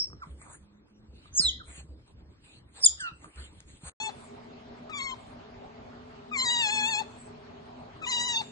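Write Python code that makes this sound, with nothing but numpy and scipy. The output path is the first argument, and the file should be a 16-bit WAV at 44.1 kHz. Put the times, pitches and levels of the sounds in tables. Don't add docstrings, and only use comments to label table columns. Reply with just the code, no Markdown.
import sys
import numpy as np
from scipy import signal
from scipy.fft import rfft, irfft, next_fast_len
from scipy.io import wavfile
from scipy.ndimage import uniform_filter1d, map_coordinates

SR = 44100
rng = np.random.default_rng(int(sys.argv[2]) if len(sys.argv) > 2 else 0)


def makeup_ratio(level_db):
    decades = np.asarray(level_db, float) / 20
    return 10 ** decades


def pcm_store(signal):
    levels = np.round(np.clip(np.atleast_2d(signal), -1, 1) * 32767)
    wavfile.write(sys.argv[1], SR, levels.astype(np.int16).T)


N = 375291
TIME = np.arange(N) / SR

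# (time [s], level [dB])
SCENE_END = [
    (3.897, 11.5),
    (3.901, -21),
    (3.928, -44),
    (3.936, -100),
]
JOIN_S = 4.0005

# (frequency [Hz], density [dB per Hz])
RUG_AIR = [(18, -41), (30, -16.5), (75, -6.5), (241, -20), (307, -15.5), (666, -36.5), (891, -30.5),
           (2080, -42), (4410, -40.5), (9800, -56.5), (12700, -82.5), (21600, -120)]
# (frequency [Hz], density [dB per Hz])
FAN_AIR = [(18, -48), (30, -16.5), (119, -7), (192, -15), (243, -23), (301, -15), (400, -18.5), (473, -18),
           (644, -8), (1630, -22.5), (4310, -30.5), (7280, -44.5), (8800, -83.5), (11400, -79),
           (19400, -120)]
RUG_AIR_DB, FAN_AIR_DB = -67, -48
# (centre [Hz], width [Hz], level [dB])
HUM = [(146, 32, -59.5), (242.5, 12, -50.5), (403, 13.8, -55.5), (436.8, 4.2, -60), (644, 13, -82.5),
       (676, 27, -64)]

# (start [s], end [s], level [dB])
SNIFFS = [
    (4.2, 4.3, -62),
    (5.22, 5.28, -68),
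    (7.1, 7.27, -64.5),
    (8.44, 8.6, -62),
]
# (frequency [Hz], density [dB per Hz])
NOSE = [(5000, -25), (6800, -16), (8000, -7), (8700, -4), (9200, -59)]
SNIFF_RISE_DB_PER_S, SNIFF_FALL_DB_PER_S, NOSE_REST_DB = 90.5, 186, -82.5

# (start [s], end [s], strength [dB], brush over rub [dB], hiss over rub [dB])
STROKES = [(0, 0.039, -76.5, -6, -4), (0.283, .38, -72, -14, -11), (0.432, 0.555, -64.5, -22, -7),
           (1.156, 1.33, -75, -3.5, -15.5), (1.365, 1.459, -59.5, -12, -17), (1.712, 1.802, -61, -14.5, -6),
           (2.077, 2.12, -82, -1, -10), (2.453, 2.552, -72, -4, -8), (2.777, 2.925, -66.5, -9.5, -8.5),
           (3.01, 3.07, -66, 0, -33), (3.223, 3.288, -63.5, -16, -11.5), (3.362, 3.466, -63, -10.5, -13.5),
           (3.497, 3.625, -70.5, -10.5, -13.5), (3.706, 3.78, -69.5, -7.5, -5),
           (3.838, 3.902, -60.5, -11.5, -6)]
STROKE_RISE_DB_PER_S, STROKE_FALL_DB_PER_S = 267.5, 262
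FUR_REST_DB = [-80.5, -96, -100]
# (frequency [Hz], density [dB per Hz])
RUB = [(300, -20), (500, -4.5), (1300, -3.5), (2400, -5.5), (3500, -40)]
BRUSH = [(1800, -27), (2500, -0.5), (4300, 0), (5200, -17), (7000, -30.5)]
HISS = [(5500, -40), (6500, -4), (8200, -0.5), (9600, -1), (10000, -60)]

# (time [s], peak level [dB], low part [dB])
CLAWS = [(0.101, -55.5, -8), (0.131, -49.5, -3.5), (0.416, -47.5, -8), (0.465, -72, 16.5),
         (1.257, -55.5, -2.5), (2.079, -59, -13), (3.244, -45, -3), (3.258, -50.5, -5), (3.359, -49, -20),
         (3.529, -59, -15.5), (3.604, -42.5, -34), (3.759, -57, -26), (3.883, -40.5, -19)]
# (time [s], peak level [dB])
PAWS = [(0.148, -43), (0.293, -32.5), (0.58, -48), (1.091, -45), (1.311, -41.5), (1.442, -30), (1.671, -38),
        (1.775, -40), (1.888, -35), (2.206, -47), (2.72, -54), (2.886, -41), (3.118, -45), (3.354, -39),
        (3.37, -38.5), (3.649, -43.5), (3.847, -37)]
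# (time [s], peak level [dB])
KNOCKS = [(0.134, -48.5), (0.27, -47.5), (0.396, -56), (0.554, -56), (1.399, -38), (1.779, -48.5),
          (1.843, -53), (2.095, -66), (2.228, -64), (3.017, -58), (3.118, -49.5), (3.26, -51.5),
          (3.389, -56), (3.834, -44)]
# (centre [Hz], width [Hz], level [dB])
BOARDS = [(68.4, 6.6, -7), (160, 28, -0.5), (233.5, 43, -13.5), (290, 80, -11.5)]

# (start [s], end [s], first pitch [Hz], last pitch [Hz], effort [dB])
SQUEAKS = [
    (0.218, 0.248, 1290, 973, -53),
    (0.574, .88, 198.2, 210, -74),
    (.9, 1.118, 207.4, 218, -73),
    (1.437, 1.585, 2080, 1947, -69),
    (1.599, 1.625, 1429, 1208, -59.5),
    (2.995, 3.112, 1583, 1245, -48),
]
# (frequency [Hz], gain [dB])
SNOUT = [(2000, 5), (3000, -5), (4500, -8), (6500, -7.5), (8500, -4), (9300, -6), (10000, -25)]
SQUEAK_RISE, SQUEAK_FALL, SQUEAK_EDGE_DB = 0.082, 0.24, 18.5
KICK, KICK_S, BITE_S = .1, .014, .009
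PRESSED_DB, PRESS_GROWS, BITE_DB = -49, 3.4, 22
DULLS_DB_PER_S = [114, 438]

# (time [s], pitch [Hz], effort [dB], mouth opening as octave over first partial [dB])
WHISTLES = [
    [(1.335, 5900, -60, -40), (1.35, 6460, -44.5, -40), (1.383, 6774, -30.5, -40), (1.396, 6700, -41, -40)],
    [(1.362, 8400, -50, -40), (1.375, 8000, -43.5, -40), (1.384, 7600, -36.5, -40),
     (1.39, 7300, -45.5, -40)],
    [(1.374, 6014, -43.5, -40), (1.383, 5890, -39, -27), (1.405, 4860, -29, -5), (1.417, 4250, -30.5, 8.5),
     (1.445, 4158, -33.5, 2), (1.46, 3957, -29.5, -11.5), (1.478, 3635, -34.5, -4.5),
     (1.497, 3185, -35.5, -3), (1.512, 3050, -58.5, 3)],
    [(2.832, 5800, -36, -34), (2.840, 5366, -23, -22.5), (2.847, 4793, -18.5, -1),
     (2.852, 4620, -17.5, 19.5), (2.857, 4423, -32, 11.5)],
    [(2.856, 3900, -28.5, 8.5), (2.860, 3670, -11.5, 17.5), (2.864, 3502, -16, 20), (2.870, 3315, -26, 16),
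     (2.880, 3156, -41, -1)],
]
# (frequency [Hz], gain [dB])
PIPE = [(6000, -2), (10000, -6), (11500, -32.5), (13000, -60)]

# (start [s], end [s], first partial [dB], overtones [dB], brightness [dB])
WHINES = [
    (3.604, 4.102, -42.5, -36.5, 4),
    (4.892, 5.147, -44, -38.5, -1),
    (6.312, 7.026, -39.5, -29.5, 0.5),
    (8.015, 8.423, -42.5, -31.5, 3),
]
# (time [s], pitch [Hz])
MELODY = [
    [(4, 856), (4.025, 876), (4.097, 866)],
    [(4.893, 1235), (4.922, 1280), (4.938, 1168), (4.978, 1152), (5.008, 1050), (5.026, 1088), (5.08, 1082),
     (5.101, 1040), (5.129, 1038)],
    [(6.335, 1222), (6.386, 1040), (6.487, 952), (6.604, 942), (6.648, 862), (6.704, 830), (6.736, 862),
     (6.965, 838), (6.998, 886)],
    [(8.03, 1290), (8.06, 1180), (8.066, 968), (8.134, 950), (8.18, 940), (8.196, 976), (8.322, 954),
     (8.338, 914), (8.408, 898)],
]
# (frequency [Hz], gain [dB])
THROAT = [(1700, -10.5), (2300, -2.5), (2850, 3), (3200, -5), (3470, 0.5), (3800, 3.5), (4800, -5),
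          (5450, -15), (6700, -1.5), (7300, -1.5), (8200, -7), (8800, -31), (10000, -81.5)]
GAPE = [0.96, 0.97, 1, 0.95]
# (time [s], level [dB])
LIPS = [
    (4.092, -35),
    (4.896, -39),
    (5.14, -44),
    (6.312, -55),
    (7.014, -35),
    (8.022, -38.5),
    (8.413, -32.5),
]
OPEN_S, SHUT_S, CLOSED_DB = 0.0045, 0.0084, 14.5
CATCH_S, CATCH_WIDE_S, CATCH_DB = 0.034, 0.02, -9
LAST_PUSH_S, LAST_PUSH_DB = 0.055, 5.5
OVER_DB = [2, 0, -8]
BUILD_S = [0.025, 0.081, 0.066]
BUILD_DB = [30, 35, 39]
TIRE_DB_PER_S = [8, 11.5, 8]
DIE_S = [0.026, 0.014, 0.037]
DIE_DB = [30, 8, 21]
# (time [s], pitch gain [0-1], rise [s], fall [s])
TUGS = [
    (6.438, .075, .03, .016),
    (6.525, .04, .025, .045),
    (6.9, .07, .06, .045),
    (8.1, .085, .022, .034),
    (8.155, .04, .02, .025),
    (8.27, .045, .03, .024),
]
SAG, SAG_S = .13, .014
# (start [s], end [s], depth [1])
DOUBLING = [
    (4.0, 4.09, 0.28),
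    (4.998, 5.125, 0.48),
    (6.669, 6.822, 0.26),
    (8.07, 8.137, 0.37),
]
DOUBLED = [(2, 0), (3, 1), (4, .15), (5, 0), (6, .1), (7, .5), (8, 0)]
# (start [s], end [s], overtone [number], loss [dB])
CHOKES = [(4.0, 4.1, 2, 7), (4.038, 4.046, 6, 20), (4.078, 3.5, 5, 19), (4.064, 3.1, 4, 15),
          (5.0, 5.03, 3, 5), (5.036, 5.066, 3, 28), (5.066, 4.6, 3, 4.5), (5.11, 5.14, 4, 9),
          (5.4, 5.14, 5, 8), (6.358, 6.372, 3, 19), (6.445, 6.495, 3, 31), (6.495, 6.6, 3, 5.5),
          (6.555, 6.565, 3, 15), (6.32, 6.44, 3, 4.5), (8.34, 8.42, 8, 11), (8.056, 8.066, 2, 21.5),
          (16, 8.068, 6, 13), (4.89, 4.913, 2, 18), (5.11, 5.15, 2, 11), (6.708, 6.72, 3, 26),
          (6.9, 6.908, 3, 17), (6.955, 6.975, 2, 7), (6.48, 6.56, 6, 5.5), (6.8, 6.93, 6, 8.5),
          (8.094, 8.112, 3, 23), (8.22, 8.232, 3, 26.5), (8.355, 8.368, 3, 25), (8.362, 8.43, 2, 30),
          (8.9, 8.15, 8, 9), (3.012, 3.03, 2, 8), (3.02, 3.12, 3, 8), (3.0, 3.12, 6, 9.5)]
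CHOKE_EDGE_S, FALTER_DB = .004, 9

# (frequency [Hz], likeness [0-1])
RUG_ALIKE = [(200, .92), (600, 0.029), (2000, 0.34), (5000, 0.74), (8000, 1)]
FAN_ALIKE = [(100, 0.91), (400, 0.83), (1500, 0.21), (2500, 0.017), (6000, 0.19), (7000, 0.57), (8400, 1)]
# (frequency [Hz], lead [radians])
RUG_LEAD = [(300, .05), (2000, 2.6), (3000, 3.29), (5700, 3.84), (7400, 4.9), (7900, 6.28)]
FAN_LEAD = [(300, 0.15), (700, 2.51), (1500, 1.67), (3000, 6.3), (6500, 18.04), (7800, 18.6), (8400, 2.8)]
WHISTLE_LEAD = [(3000, 2.4), (4000, 1.1), (4600, 2.2), (5700, 3.1), (6500, 4.2), (7400, 4.9), (7900, 6.28)]
WHINE_LEAD = [(300, .1), (1000, 1.8), (2000, 2.4), (3100, 3.1), (3800, 5), (4800, 5.4), (6000, 7.4),
              (7300, 6.3), (8000, 4.3), (8800, 3.14)]
# (frequency [Hz], left over right [dB])
RUG_PAN = [(500, 0.5), (1500, -3), (2300, 7), (5000, -3.5), (7000, 3.5)]
WHISTLE_PAN = [(3200, 0.5), (4200, -2.5), (5200, -4.5), (7000, 1)]
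WHINE_PAN = [(300, 25.5), (1000, 11.5), (1900, 9), (3200, 4), (4500, 0), (6100, -3), (7500, 2.5),
             (9000, -0.5)]
# (frequency [Hz], 60 dB decay time [s])
RUG_ROOM = [(1000, 0.21), (4000, 0.4), (9000, 0.15)]
TOWEL_ROOM = [(1000, .5), (3500, .55), (7000, .45), (9000, .15)]
# (frequency [Hz], level [dB per bin])
AUDIBLE = [(1500, -125), (3000, -106), (5500, -106), (8000, -108), (9500, -100), (9900, -72.5)]
# (time [s], level [dB])
SMEAR = [(3.9, -13.5), (4.0, -20.5)]


def unit(x):
    return x / np.sqrt(np.mean(x ** 2) + 1e-20)


def along(points, hz):
    f, v = np.transpose(points)
    return np.interp(np.log(hz + 1), np.log(f + 1), v)


def curves(rows, t=TIME):
    s, *cols = np.transpose(rows)
    return [np.interp(t, s, c) for c in cols]


def wobble(rate, size=N):
    knots = rng.standard_normal(int(size * rate / SR) + 4)
    return map_coordinates(knots, [np.arange(size) * rate / SR])


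def ramp(t, span):
    return np.clip(1 - t / span, 0, 1)


def held(t, start, end):
    return ramp(start - t, CHOKE_EDGE_S) * ramp(t - end, CHOKE_EDGE_S)


def swells(rows, rise_db, fall_db, rest_db):
    levels = [db - rise_db * np.maximum(a - TIME, 0) - fall_db * np.maximum(TIME - b, 0) for a, b, db in rows]
    return np.maximum(np.max(levels, axis=0), rest_db)


def filtered(x, response):
    m = next_fast_len(N + 8192)
    return irfft(rfft(x, m) * response(np.fft.rfftfreq(m, 1 / SR)), m)[..., :N]


def shape(spectrum):
    return lambda hz: makeup_ratio(along(spectrum, hz))


def ports(x, lead, pan):
    side = np.array([[.5], [-.5]])
    return filtered(x, lambda hz: makeup_ratio(side * along(pan, hz)) * np.exp(1j * side * along(lead, hz)))


def rush(gain, alike, lead, patchy_db):
    z = signal.stft(rng.standard_normal((2, N)), nperseg=512)[2]
    field = uniform_filter1d(rng.standard_normal(z.shape[1:]), size=7, axis=0)
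    field = uniform_filter1d(field, size=10, axis=1)
    pair = signal.istft(z * makeup_ratio(patchy_db * unit(field)), nperseg=512)[1][:, :N]

    def mid_side_gain(hz):
        turn = np.arccos(np.clip(along(alike, hz), 0, 1)) / 2
        return gain(hz) * np.array([np.cos(turn), np.sin(turn)])

    mid, side = filtered(pair, mid_side_gain)
    return unit(ports(np.array([mid + side, mid - side]), lead, [(100, 0.0056)]))


def room(x, decay):
    hz, t, z = signal.stft(rng.standard_normal((2, SR // 2)), SR, nperseg=256)
    tail = signal.istft(z * makeup_ratio(-60 * t / along(decay, hz)[:, None]), SR, nperseg=256)[1]
    delayed = np.pad(x, (130, 0))[None]
    return signal.fftconvolve(delayed, tail / np.linalg.norm(tail[0]), axes=1)[:, :N]


def still_air():
    level = makeup_ratio(RUG_AIR_DB - 2 + 0.96 * wobble(6.5))
    return level * rush(shape(RUG_AIR), RUG_ALIKE, RUG_LEAD, patchy_db=3.5)


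def fan_air():
    level = makeup_ratio(FAN_AIR_DB - 2.0 + 0.21 * wobble(3.1))
    return level * rush(shape(FAN_AIR), FAN_ALIKE, FAN_LEAD, patchy_db=2.0)


def fan_hum():
    def bands(f):
        return sum(makeup_ratio(db) / np.sqrt(w) / (1 + ((f - c) / w) ** 2) for c, w, db in HUM)
    return makeup_ratio(-51 + 0.74 * wobble(2.01)) * rush(bands, FAN_ALIKE, FAN_LEAD, patchy_db=1.5)


def earlier_whistle():
    def band(hz):
        return 1 / (1 + ((hz - 5200) / 420) ** 6) + 1.5 / (1 + ((hz - 5400) / 90) ** 4)
    return makeup_ratio(-43.5 - 60 * TIME / 0.33) * rush(band, RUG_ALIKE, RUG_LEAD, patchy_db=5.5)


def sniffs():
    level_db = swells(SNIFFS, SNIFF_RISE_DB_PER_S, SNIFF_FALL_DB_PER_S, NOSE_REST_DB)
    return makeup_ratio(level_db) * rush(shape(NOSE), FAN_ALIKE, FAN_LEAD, patchy_db=5.0)


def fur():
    grain = 3.3 * wobble(25) + 0.75 * wobble(110)
    start, end, db, brush_share, hiss_share = np.transpose(STROKES)
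    colours = [(RUB, 0, -7.5, 3.5), (BRUSH, brush_share, 2.0, 4.0), (HISS, hiss_share, 1.0, 4.5)]
    out = 0
    for (colour, share, trim_db, patchy_db), rest_db in zip(colours, FUR_REST_DB):
        strokes = zip(start, end, db + share)
        level_db = swells(strokes, STROKE_RISE_DB_PER_S, STROKE_FALL_DB_PER_S, rest_db)
        out = out + makeup_ratio(level_db + trim_db + grain) * rush(shape(colour), RUG_ALIKE, RUG_LEAD, patchy_db)
    return out


def claws():
    out, t = np.zeros(N + SR), np.arange(1300) / SR
    for s, db, low_db in CLAWS:
        crack = makeup_ratio(-10.5 - 60 * t / 0.014) * rng.standard_normal(len(t))
        knock = makeup_ratio(low_db + 1.5 - 60 * t / 0.019) * np.sin(2 * np.pi * 1200 * t)
        out[round(s * SR):][:len(t)] += makeup_ratio(db) * (crack * np.clip(-low_db / 12, 0, 1) + knock)
    return out[:N]


def paws():
    push, knock = np.zeros(N), np.zeros(N)
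    for s, db in PAWS:
        push[round(s * SR)] = makeup_ratio(db + 56)
    for s, db in KNOCKS:
        knock[round(s * SR)] = makeup_ratio(db + 46.5)

    def mode(f, c, w, db):
        return makeup_ratio(db) * 1j * f * w / (c * c - f * f + 1j * f * w)

    def boom_response(f):
        return mode(f, *BOARDS[0]) * mode(f, 66.8, 31, 0) / (1 + 1j * f / 90)

    def knock_response(f):
        return sum(mode(f, *m) for m in BOARDS[1:]) / (1 + 1j * f / 260) ** 3

    return filtered(push, boom_response) + filtered(knock, knock_response)


def lips():
    out, t = np.zeros(N + SR), np.arange(1300) / SR
    for s, db in LIPS:
        out[round(s * SR):][:len(t)] += makeup_ratio(db - 60 * t / 0.13) * rng.standard_normal(len(t))
    return filtered(out[:N], lambda hz: 1j * hz / (1 + 1j * hz / 500) / 500 / (1 + 1j * hz / 3500) ** 2)


def voice(calls, mouth, regions_hz, waver, jitter, flutter_db, count, slips=False, gape=None):
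    out = np.zeros(N + SR)
    for rows, stretch in zip(calls, gape or np.ones(len(calls))):
        start, size = round(rows[0][0] * SR), round((rows[-1][0] - rows[0][0]) * SR)
        t = (start + np.arange(size)) / SR
        k = np.arange(2, count + 1)[:, None]
        hz, first_db, *over_db = curves(rows, t)

        slip = uniform_filter1d(np.abs(np.gradient(np.log(hz))) * SR, size=701)
        rasp = np.clip(slip / 20 + .02, 0, .45) if slips else .12
        slow = waver * (wobble(35, size=size) + .8 * wobble(95, size=size))
        hz = uniform_filter1d(hz, size=131) * (1 + slow + jitter * wobble(400, size=size))
        turn = 2 * np.pi * np.cumsum(hz) / SR

        flutter = [wobble(45, size=size) + wobble(200, size=size) / 2 for _ in range(count)]
        flutter = flutter_db * np.array(flutter)
        shares = np.eye(len(over_db))
        effort_db = sum(db * np.interp(k * hz, regions_hz, share) for db, share in zip(over_db, shares))
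        level_db = effort_db + along(mouth, k * hz / stretch) + flutter[1:]
        over = makeup_ratio(level_db) * np.sin(k * turn + k * k / 5)

        choke_db = sum(loss * held(t, a, b) * (k == round(n)) for a, b, n, loss in CHOKES)
        chance = np.array([wobble(70, size=size) for _ in k])
        choke_db = choke_db + FALTER_DB * np.maximum(chance - 1, 0)
        uneven = sum(depth * held(t, a, b) for a, b, depth in DOUBLING)
        uneven = uneven * np.maximum(1 + .7 * wobble(70, size=size), 0)
        doubled = uneven * np.interp(k, *np.transpose(DOUBLED)) * np.cos(turn / 2)
        over = over * (makeup_ratio(-choke_db) + doubled)
        over = over * (1 - rasp + rasp * np.array([wobble(900, size=size) for _ in k]))

        edge = np.clip(np.minimum(np.arange(size), size - np.arange(size)) / 60, 0, 1)
        first = makeup_ratio(first_db + flutter[0] / 2) * np.sin(turn)
        out[start:start + size] += np.sqrt(2) * edge * (first + over.sum(axis=0))
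    return out[:N]


def squeak(start, end, first_hz, last_hz, db):
    u = np.linspace(0, 1, num=61)
    t = u * (end - start)
    hz = (first_hz + (last_hz - first_hz) * u) * (1 + KICK * np.exp(-(t / KICK_S) ** 4))
    fall_db = SQUEAK_EDGE_DB * ramp(1 - u, SQUEAK_FALL)
    first_db = db - SQUEAK_EDGE_DB * ramp(u, SQUEAK_RISE) - fall_db
    bite_db = db + PRESS_GROWS * (db - PRESSED_DB) - BITE_DB * ramp(t, BITE_S) ** 0.21 - fall_db
    over_db = [bite_db - dull * t for dull in DULLS_DB_PER_S]
    return np.transpose([start + t, hz, first_db, *over_db])


def squeaks():
    calls = [squeak(*row) for row in SQUEAKS]
    return voice(calls, SNOUT, [3500, 6000], waver=.004, jitter=.004, flutter_db=2, count=6)


def whistle(points):
    s, hz, db, open_db = np.transpose(points)
    return np.transpose([s, hz, db - np.maximum(open_db, 0), db + np.minimum(open_db, 0)])


def whistles():
    calls = [whistle(w) for w in WHISTLES]
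    tones = voice(calls, PIPE, [8000], waver=.006, jitter=.008, flutter_db=3, count=2)
    return tones * makeup_ratio(-4.5 + 2.2 * wobble(250))


def whine(start, end, first_db, over_db, bright_db, steps):
    t = np.arange(max(start, JOIN_S), end, .001)
    since, left = t - start, end - t
    tug = sum(gain * ramp(s - t, rise) * ramp(t - s, fall) for s, gain, rise, fall in TUGS)
    hz = curves(steps, t)[0] * (1 + tug - SAG * ramp(left, SAG_S))
    first = first_db - CLOSED_DB * (ramp(since, OPEN_S) + ramp(left, SHUT_S))
    first = first + LAST_PUSH_DB * ramp(left - SHUT_S, LAST_PUSH_S)
    first = first + CATCH_DB * ramp(np.abs(since - CATCH_S), CATCH_WIDE_S)
    over = []
    for i in range(3):
        level = over_db + OVER_DB[i] + (i - 1) * bright_db
        fade = TIRE_DB_PER_S[i] * since + DIE_DB[i] * ramp(left, DIE_S[i])
        over.append(level - BUILD_DB[i] * ramp(since, BUILD_S[i]) - fade)
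    return np.transpose([t, hz, first, *over])


def whines():
    calls = [whine(*row, steps) for row, steps in zip(WHINES, MELODY)]
    return voice(calls, THROAT, [2400, 4000, 6500], waver=.006, jitter=.0045, flutter_db=2.5, count=11,
                 slips=True, gape=GAPE)


def rug_shot():
    high = whistles()
    low = squeaks() + claws()
    near = ports(high, WHISTLE_LEAD, WHISTLE_PAN) + ports(low, RUG_LEAD, RUG_PAN)
    near = near + ports(paws(), [(100, 0.197)], [(100, -0.82)])
    walls = makeup_ratio(-14) * room(high, RUG_ROOM) + makeup_ratio(-12.0) * room(low, RUG_ROOM)
    return (near + walls + still_air() + fur() + earlier_whistle()) * makeup_ratio(curves(SCENE_END)[0])


def towel_shot():
    cry = whines() + lips()
    near = ports(cry, WHINE_LEAD, WHINE_PAN)
    walls = makeup_ratio(-21) * room(cry, TOWEL_ROOM)
    return (near + walls + fan_air() + fan_hum() + sniffs()) * (TIME > JOIN_S)


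def scene():
    return rug_shot() + towel_shot()


def masked(x, masked_db):
    hz, t, z = signal.stft(np.array([x[0] + x[1], x[0] - x[1]]) / 2, SR, nperseg=1024)
    count = len(hz) // 8 * 8
    power = (np.abs(z[:, :count]) ** 2).reshape(2, -1, 8, z.shape[2]).mean(axis=2)
    band = np.pad(np.repeat(power, 8, axis=1), ((0, 0), (0, len(hz) - count), (0, 0)))
    band = uniform_filter1d(band, size=3, axis=2)

    mask = uniform_filter1d(band.max(axis=0), size=40, axis=0) * makeup_ratio(2 * masked_db)
    mask = mask + makeup_ratio(2 * along(AUDIBLE, hz))[:, None]
    drift = rng.standard_normal((2, count // 8 + 1, z.shape[2]))
    drift_db = 3 * unit(uniform_filter1d(drift, size=3, axis=2))
    mask = mask * makeup_ratio(2 * np.repeat(drift_db, 8, axis=1)[:, :len(hz)])
    soft = 1 / (1 + (mask / (np.abs(band) + 1e-20)) ** 4)
    kept = np.where(hz[:, None] > 2100, soft, 1)

    noise = rng.standard_normal(z.shape) + 1j * rng.standard_normal(z.shape)
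    spread = uniform_filter1d(uniform_filter1d(band, size=4, axis=2), size=16, axis=1)
    smear = makeup_ratio(curves(SMEAR, t)[0]) * np.sqrt(np.abs(spread)) * noise
    mid, side = signal.istft(kept * (z + smear), SR, nperseg=1024)[1][:, :N]
    return np.array([mid + side, mid - side])


def band_limit(x):
    return signal.sosfilt(signal.butter(12, 10500, fs=SR, output="sos"), x)


def record(dry):
    thinned = masked(dry, masked_db=-11.5) * (np.abs(TIME - 3.968) > .0325)
    mix = filtered(thinned, lambda hz: 1 / (1 + (hz / 10100) ** 60))
    return band_limit(mix)


dry = scene()
out = record(dry)
pcm_store(out)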